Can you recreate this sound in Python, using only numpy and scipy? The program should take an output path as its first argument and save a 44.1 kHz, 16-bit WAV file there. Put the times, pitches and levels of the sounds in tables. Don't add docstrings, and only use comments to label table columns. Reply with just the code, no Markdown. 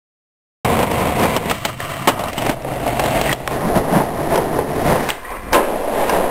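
import sys
import numpy as np
from scipy import signal
from scipy.fft import rfft, irfft
from scipy.io import wavfile
from scipy.ndimage import uniform_filter1d

SR = 44100
rng = np.random.default_rng(int(sys.argv[2]) if len(sys.argv) > 2 else 0)


def output_pcm(signal):
    pcm = np.clip(np.atleast_2d(signal).T, -1, 1) * 32767
    wavfile.write(sys.argv[1], SR, np.round(pcm).astype(np.int16))


N = 277908
TIME = np.arange(N) / SR
FIRST_RUN_S, SECOND_RUN_S = 0.647, 3.51
RUMBLE_HZ, GRIT_HZ = 260, 1400

# time_s, drive_db, grit_db
PAVERS_DRIVE = [(0.646, -17, -9.5), (0.8, -17, -8), (0.95, -21.5, -6.5), (1.02, -18, -8), (1.1, -21.5, -7),
                (1.23, -18, -7.5), (1.37, -24.5, -2.5), (1.39, -29, -6.5), (1.51, -23, -6)]
STAIRS_DRIVE = [(1.53, -29, 0), (1.59, -35.5, 2), (1.68, -26.5, -2.5), (1.77, -42.5, 3), (1.81, -30, -1),
                (2.06, -24, -4.5), (2.13, -28, -10), (2.27, -23.5, -10.5), (2.31, -31.5, -3)]
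PLAZA_DRIVE = [(2.31, -34.5, -3.5), (2.505, -20.5, -6), (2.56, -30.5, -13), (2.7, -24.5, -11.5),
               (3.02, -21, -7.5), (3.15, -15.5, -7.5), (3.33, -24, -2.5), (3.355, -32.5, -11),
               (3.51, -28.5, -7.5)]
LEDGE_DRIVE = [(3.51, -22.5, -5), (3.58, -22.5, -9), (3.72, -16.5, -13.5), (3.84, -21.5, -11.5),
               (3.97, -16, -12.5), (4.07, -22, -10.5), (4.67, -21.5, -11.5), (4.92, -16, -7.5),
               (5.09, -25, -3), (5.15, -37, 1)]
DROP_DRIVE = [(5.15, -33, -16), (5.21, -39, -6), (5.28, -32.5, -2), (5.33, -28, -8), (5.39, -35, -2.5),
              (5.51, -30, -6.5), (5.56, -23, -12)]
PAVEMENT_DRIVE = [(5.56, -25, 6), (5.62, -21, -7.5), (5.69, -20.5, -8.5), (5.92, -22.5, -7.5),
                  (6.1, -20, -1.5), (6.22, -14.5, -8.5), (6.3, -20, -4.5)]
# frequency_hz, relative_db
PAVERS_COLOUR = [(18, -47), (30, -8), (97, 2.5), (203, -2), (349, -15), (474, -11), (564, -9), (671, -12),
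                 (816, -11), (992, 3), (1400, -20.5), (2080, -6.5), (5400, -22.5), (7020, -42),
                 (11900, -120)]
STAIRS_COLOUR = [(18, -48), (30, -15), (143, 6), (182, -3), (434, -7.5), (671, -3.5), (890, -15),
                 (1180, -9), (1600, -22), (1940, -14), (5400, -13), (7020, -60), (11900, -120)]
PLAZA_COLOUR = [(18, -41), (30, -24), (54, 4), (97, -10), (129, 8.5), (182, -7.5), (231, -2.5), (314, -6.5),
                (416, -9), (671, -2), (1370, -23), (2750, -22), (5400, -30), (7020, -62), (11900, -120)]
LEDGE_COLOUR = [(20, 1), (45, -6.5), (90, -5.5), (150, -3), (200, -4), (434, -4.5), (642, -2),
                (1040, -13.5), (1350, -24), (1780, -35), (2470, -38), (5400, -32.5), (7000, -46)]
DROP_COLOUR = [(18, -34), (30, 1.5), (167, -17), (281, -14.5), (320, -14), (781, -19), (1040, -16),
               (5400, -44), (7020, -70), (11900, -120)]
PAVEMENT_COLOUR = [(20, 2), (45, -14.5), (140, -21.5), (180, -12), (240, -11.5), (330, -8), (552, 1.5),
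                   (700, -1.5), (1010, -13.5), (1400, -33.5), (1740, -32), (5400, -53.5), (7000, -52)]
# pitch_hz, width_hz, relative_db
PAVERS_MODES = [(195, 78, -1.5), (490, 103, 1.5), (700, 67, 2.5), (2070, 180, -32)]
STAIRS_MODES = [(670, 105, 3.5), (1027, 47, -0.5), (1175, 140, -1), (1940, 280, -4.5), (2300, 74, -4.5),
                (2760, 55, -2), (3060, 180, -5)]
PLAZA_MODES = [(136, 24, 0), (692, 75, 7.5), (2080, 390, -10), (2730, 63, -8), (3060, 39, -12)]
LEDGE_MODES = [(149, 18, 1), (369, 29, -3.5), (440, 20, 1), (697, 69, -2.5), (1040, 42, -13),
               (1810, 390, -21)]
DROP_MODES = [(540, 90, 0), (720, 57, 2.5), (1040, 62, 5), (1700, 130, -7), (2000, 130, -4.5),
              (2370, 120, -7.5)]
PAVEMENT_MODES = [(563, 79, 7), (1740, 170, -24)]
# frequency_hz, relative_db
TOWN_COLOUR = [(20, 7), (50, -20), (130, -30), (500, -9), (1000, -21), (2000, -24), (3500, -26),
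               (5400, -25.5)]
# start_s, knock_db, crack_db
WIDE_JOINTS = [(0.648, -23, -22), (0.79, -10, -21), (0.829, -7, -22.5), (0.914, -9.5, -25),
               (1.068, -11, -35), (1.255, -6.5, -24), (2.331, -21, -25.5), (2.421, -10.5, -28),
               (2.465, -8, -21), (2.647, -12.5, -39), (2.866, -9, -32), (2.877, -9.5, -26.5),
               (2.995, -5.5, -16), (3.038, -6.5, -25), (3.059, -10.5, -20.5), (3.213, -6, -18),
               (3.758, -14, -30), (4.002, -4, -42), (4.357, -6, -18.5), (4.376, -5.5, -22),
               (4.589, -5.5, -27.5), (4.922, -6, -28), (4.956, -5, -30), (6.095, -14, -13.5)]
# start_s, knock_db, crack_db, chatter_s
BLOWS = [(1.364, -4.5, -14.5, 0.0065), (1.498, -24, -18, 0.0086), (1.511, -12.5, -12, 0.005),
         (1.651, -9, -11, 0.0051), (1.803, -22, -27, 0.0042), (2.074, 5.5, -9, 0.011),
         (2.085, -2.5, -12.5, 0.0084), (2.098, -12, -28, 0.0037), (2.193, -15, -30, 0.015),
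         (2.237, -10, -31, 0.0045), (2.283, -26, -29, 0.0065), (2.379, -14.5, -23.5, 0.0097),
         (2.494, -5, -17.5, 0.0055), (2.512, -15, -32, 0.0065), (3.328, -6.5, -10, 0.003),
         (3.476, -5, -9, 0.0013), (5.089, -18.5, -18, 0.015), (5.304, -28, -38, 0.016),
         (5.524, -19, -33, 0.012), (5.531, -9, -13, 0.011), (5.544, -4, -10, 0.0082),
         (5.553, -1.5, -25.5, 0.015), (5.578, -5.5, -29, 0.013)]
# frequency_hz, relative_db
FIRST_BOARD_COLOUR = [(60, -36), (200, 1), (400, 0), (600, 10.5), (850, 5.5), (1100, -7.5), (1700, -12.5),
                      (2900, -10), (4200, -18.5), (5400, -15)]
SECOND_BOARD_COLOUR = [(60, -50), (200, -3), (400, 7.5), (850, 3), (1300, -18), (1800, -14), (3000, -25),
                       (4200, -26.5), (5400, -23.5)]
# pitch_hz, width_hz, relative_db
FIRST_BOARD_MODES = [(344, 120, 6), (630, 200, -24), (858, 84, 5.5), (1070, 56, 0.5), (1260, 36, -3),
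                     (1890, 97, -19), (2270, 78, -10), (2720, 100, -12.5), (3090, 110, -8),
                     (3600, 110, -30), (4010, 180, -10.5)]
SECOND_BOARD_MODES = [(390, 130, -14), (540, 49, 7), (914, 57, 8.5), (1044, 29, 7), (1390, 43, -25),
                      (1565, 31, -29), (1690, 13, -6), (2700, 100, -10.5), (3000, 100, -14)]
# start_s, pitch_hz, level_db, t60_s
TRUCK_CLINKS = [(1.514, 1270, -7, 0.02), (1.803, 1830, -10.5, 0.014), (2.239, 3940, -18.5, 0.013),
                (2.283, 2760, -24, 0.027), (2.38, 2966, -14.5, 0.052), (2.388, 3010, -14, 0.022),
                (3.294, 1950, -6, 0.024), (3.315, 1930, -15, 0.067), (3.329, 3280, -9, 0.017),
                (3.476, 3510, -9, 0.0074), (5.1036, 3000, 11.5, 0.0025), (5.249, 1900, -23.5, 0.043),
                (5.53, 4950, -0.5, 0.0045)]
# middle_s, length_s, deck_gain_db, boom_gain_db
WHEEL_SWELLS = [(2.017, 0.098, 0, 11.5), (3.31, 0.043, 1, 12.5), (3.66, 0.06, 0, 10.5),
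                (3.77, 0.052, 6.5, 13.5), (3.966, 0.13, 5.5, 13), (4.35, 0.085, 7, 0)]
# low_hz, high_hz
BOOM_BAND = [115, 300]


def undb(db):
    return 10 ** (np.asarray(db) / 20)


def unit(x):
    return x / np.sqrt(np.mean(x ** 2))


def cut(x, hz, kind, order=4):
    return signal.sosfilt(signal.butter(order, hz, kind, fs=SR, output="sos"), x)


def wander(per_s, size):
    steps = np.arange(size) / SR * per_s
    return 1.2 * np.interp(steps, np.arange(4096), rng.standard_normal(4096))


def steady(x, size=2205):
    power = uniform_filter1d(uniform_filter1d(x ** 2, size), size)
    return x / np.sqrt(power + 1e-12)


def during(start_s, end_s):
    return uniform_filter1d(1. * ((TIME >= start_s) & (TIME < end_s)), size=64)


def contacts(per_s, spread_db, size):
    happens = rng.random(size) < per_s / SR
    force = undb(spread_db * np.minimum(rng.exponential(size=size), 4))
    return happens * force * rng.choice([-1, 1], size)


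def board_response(colour, modes, modes_db, size=8192):
    hz = np.arange(1, size // 2 + 2) * SR / size
    colour_hz, colour_db = np.transpose(colour)
    broad = undb(np.interp(np.log(hz), np.log(colour_hz), colour_db)) ** 2
    rings = sum(undb(db) ** 2 / (1 + ((hz ** 2 - pitch ** 2) / (hz * width)) ** 2)
                for pitch, width, db in modes)
    power = broad / broad.sum() + undb(modes_db) ** 2 * rings / rings.sum()
    cepstrum = irfft(np.log(power) / 2)
    cepstrum[1:size // 2] *= 2
    cepstrum[size // 2 + 1:] = 0
    return irfft(np.exp(rfft(cepstrum)))[:size // 2]


def roll(stretch, colour, modes, modes_db, turn_hz, throb_db, grains_per_s, spread_db, trim_db,
         bass_db, bass_follow, bass_rise_db_per_s=0):
    times, drive_db, grit_db = np.transpose(stretch)
    inside = (TIME > times[0] - .1) & (TIME < times[-1] + .1)
    t = TIME[inside]
    turns = np.cumsum(turn_hz * (1 + 0.057 * wander(4.94, len(t)))) / SR
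    load = undb(throb_db * (np.cos(2 * np.pi * turns) + 0.65 * wander(110, len(t))))
    force = contacts(grains_per_s, spread_db, len(t)) * load
    board = signal.fftconvolve(force, board_response(colour, modes, modes_db))[:len(t)]
    drive = np.interp(t, times, drive_db) + 1.47 * wander(21.8, len(t))
    mean_db = drive.mean()
    rumble_db = mean_db + bass_db + bass_follow * (drive - mean_db) + bass_rise_db_per_s * (t - t.mean())
    swell_db, boom_db = wheel_swells(t)
    bands = [(cut(board, RUMBLE_HZ, "low"), rumble_db),
             (cut(board, [RUMBLE_HZ, GRIT_HZ], "band"), drive + swell_db),
             (cut(board, GRIT_HZ, "high"), drive + np.interp(t, times, grit_db) + 0.92 * swell_db)]
    boom = steady(cut(board, BOOM_BAND, "band", order=2))
    boom *= undb(rumble_db + trim_db) * (undb(boom_db) - 1)
    out = np.zeros(N)
    out[inside] = boom + sum(steady(band) * undb(db + trim_db) for band, db in bands)
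    return out


def wheels():
    edges_s = [FIRST_RUN_S, 1.53, 2.31, SECOND_RUN_S, 5.15, 5.56, np.inf]
    stretches = [
        roll(PAVERS_DRIVE, PAVERS_COLOUR, PAVERS_MODES, modes_db=3.5, turn_hz=27.26, throb_db=1,
             grains_per_s=3000, spread_db=-0.4, trim_db=0.5, bass_db=-3, bass_follow=0.76),
        roll(STAIRS_DRIVE, STAIRS_COLOUR, STAIRS_MODES, modes_db=3, turn_hz=27.16, throb_db=-1.5,
             grains_per_s=6000, spread_db=2.5, trim_db=-1, bass_db=-1.5, bass_follow=0.11),
        roll(PLAZA_DRIVE, PLAZA_COLOUR, PLAZA_MODES, modes_db=-5.5, turn_hz=26.46, throb_db=1,
             grains_per_s=3700, spread_db=2, trim_db=0, bass_db=-4, bass_follow=0.81),
        roll(LEDGE_DRIVE, LEDGE_COLOUR, LEDGE_MODES, modes_db=-2.5, turn_hz=24.5, throb_db=0.5,
             grains_per_s=4000, spread_db=1.5, trim_db=-1, bass_db=-4, bass_follow=1.18),
        roll(DROP_DRIVE, DROP_COLOUR, DROP_MODES, modes_db=2.5, turn_hz=25.9, throb_db=-1,
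             grains_per_s=9000, spread_db=3, trim_db=-1.5, bass_db=-3.5, bass_follow=0.3,
             bass_rise_db_per_s=48),
        roll(PAVEMENT_DRIVE, PAVEMENT_COLOUR, PAVEMENT_MODES, modes_db=-14, turn_hz=23.75, throb_db=-0.4,
             grains_per_s=5500, spread_db=2, trim_db=-1, bass_db=-5.5, bass_follow=1)]
    return sum(x * during(start, end) for x, start, end in zip(stretches, edges_s, edges_s[1:]))


def town(level_db=-38, swell_db=1):
    colour_hz, colour_db = np.transpose(TOWN_COLOUR)
    hz = np.arange(1, N // 2 + 2) * SR / N
    spectrum = undb(np.interp(np.log(hz), np.log(colour_hz), colour_db))
    bed = irfft(rfft(rng.standard_normal(N)) * spectrum, N)
    return unit(bed) * undb(level_db + swell_db * wander(2.54, N)) * during(FIRST_RUN_S, np.inf)


def narrow_joints(stretch, per_s, knock_db, crack_db, scatter_db=3):
    times, drive_db, _ = np.transpose(stretch)
    span_s = times[-1] - times[0]
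    when, strength = rng.random((64, 2))[:int(per_s * span_s)].T
    starts = times[0] + when * span_s
    force_db = np.interp(starts, times, drive_db) + scatter_db * (2 * strength - 1)
    return list(zip(starts, force_db + knock_db, force_db + crack_db))


def blows(rows, colour, modes, modes_db, ring_growth, strike, vary_db, knock_trim_db, crack_trim_db):
    size = 6000
    out, t = np.zeros(N + size), np.arange(size) / SR
    for start_s, knock_db, crack_db, chatter_s in rows:
        struck = [(hz * (1 + 0.0098 * rng.normal()), width, db + vary_db * rng.normal())
                  for hz, width, db in modes]
        response = board_response(colour, struck, modes_db + ring_growth * knock_db)
        force = contacts(per_s=6000, spread_db=1.43, size=size) * np.exp(-t / chatter_s)
        force /= np.sqrt(np.sum(force ** 2) + 1e-12)
        force[0] += strike
        ring = signal.fftconvolve(force, response)[:size]
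        knock = unit(cut(ring, GRIT_HZ, "low")) * undb(knock_db + knock_trim_db)
        crack = unit(cut(ring, GRIT_HZ, "high")) * undb(crack_db + crack_trim_db)
        start = int(start_s * SR)
        out[start:start + size] += (knock + crack) * np.sqrt(chatter_s * SR / size)
    return out[:N]


def walls(x, t60_s, wet_db, dull_hz, size=26000):
    t = np.arange(size) / SR
    tail = cut(rng.standard_normal(size), dull_hz, "low", order=1)
    tail *= undb(-60 * t / t60_s) * (1 - np.exp(-t / 0.0014))
    tail /= np.sqrt(np.sum(tail ** 2))
    return x + undb(wet_db) * signal.fftconvolve(x, tail)[:N]


def truck_clinks(size=4000):
    out, t = np.zeros(N + size), np.arange(size) / SR
    for start_s, pitch_hz, level_db, t60_s in TRUCK_CLINKS:
        start = int(start_s * SR)
        out[start:start + size] += np.sin(2 * np.pi * pitch_hz * t) * undb(level_db - 60 * t / t60_s)
    return out[:N]


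def wheel_swells(t):
    middle_s, length_s, deck_gain_db, boom_gain_db = np.transpose(WHEEL_SWELLS)
    bells = np.exp(-(2 * (t[:, None] - middle_s) / length_s) ** 2)
    return bells @ deck_gain_db, bells @ boom_gain_db


def scene(joint_chatter_s=0.005):
    rolling, bed = wheels(), town()
    joints = WIDE_JOINTS + narrow_joints(PAVERS_DRIVE, per_s=9, knock_db=1, crack_db=-9)
    joints += narrow_joints(PLAZA_DRIVE, per_s=6, knock_db=-7, crack_db=-10)
    hits = BLOWS + [(*joint, joint_chatter_s) for joint in joints]
    first = blows([hit for hit in hits if hit[0] < SECOND_RUN_S], FIRST_BOARD_COLOUR, FIRST_BOARD_MODES,
                  modes_db=-2, ring_growth=0.8, strike=0.4, vary_db=5.5,
                  knock_trim_db=-6, crack_trim_db=5)
    second = blows([hit for hit in hits if hit[0] >= SECOND_RUN_S],
                   SECOND_BOARD_COLOUR, SECOND_BOARD_MODES,
                   modes_db=1, ring_growth=1, strike=0.46, vary_db=2, knock_trim_db=-5, crack_trim_db=4)
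    impacts = walls(first + truck_clinks(), t60_s=0.46, wet_db=-24.5, dull_hz=2030)
    impacts += walls(second, t60_s=0.52, wet_db=-13.5, dull_hz=2500)
    return (rolling + impacts + bed)[None]


def record(dry, ceiling=0.56, soft_hz=4800, hold_samples=4, top_hz=15600):
    saturated = dry / (1 + (np.abs(dry) / ceiling) ** 8) ** (1 / 8)
    smooth = cut(saturated, soft_hz, "low", order=2)
    held = np.repeat(smooth[:, ::hold_samples], hold_samples, axis=1)[:, :N]
    return signal.sosfilt(signal.ellip(8, .2, 70, top_hz, fs=SR, output="sos"), held)


dry = scene()
out = record(dry)
output_pcm(out)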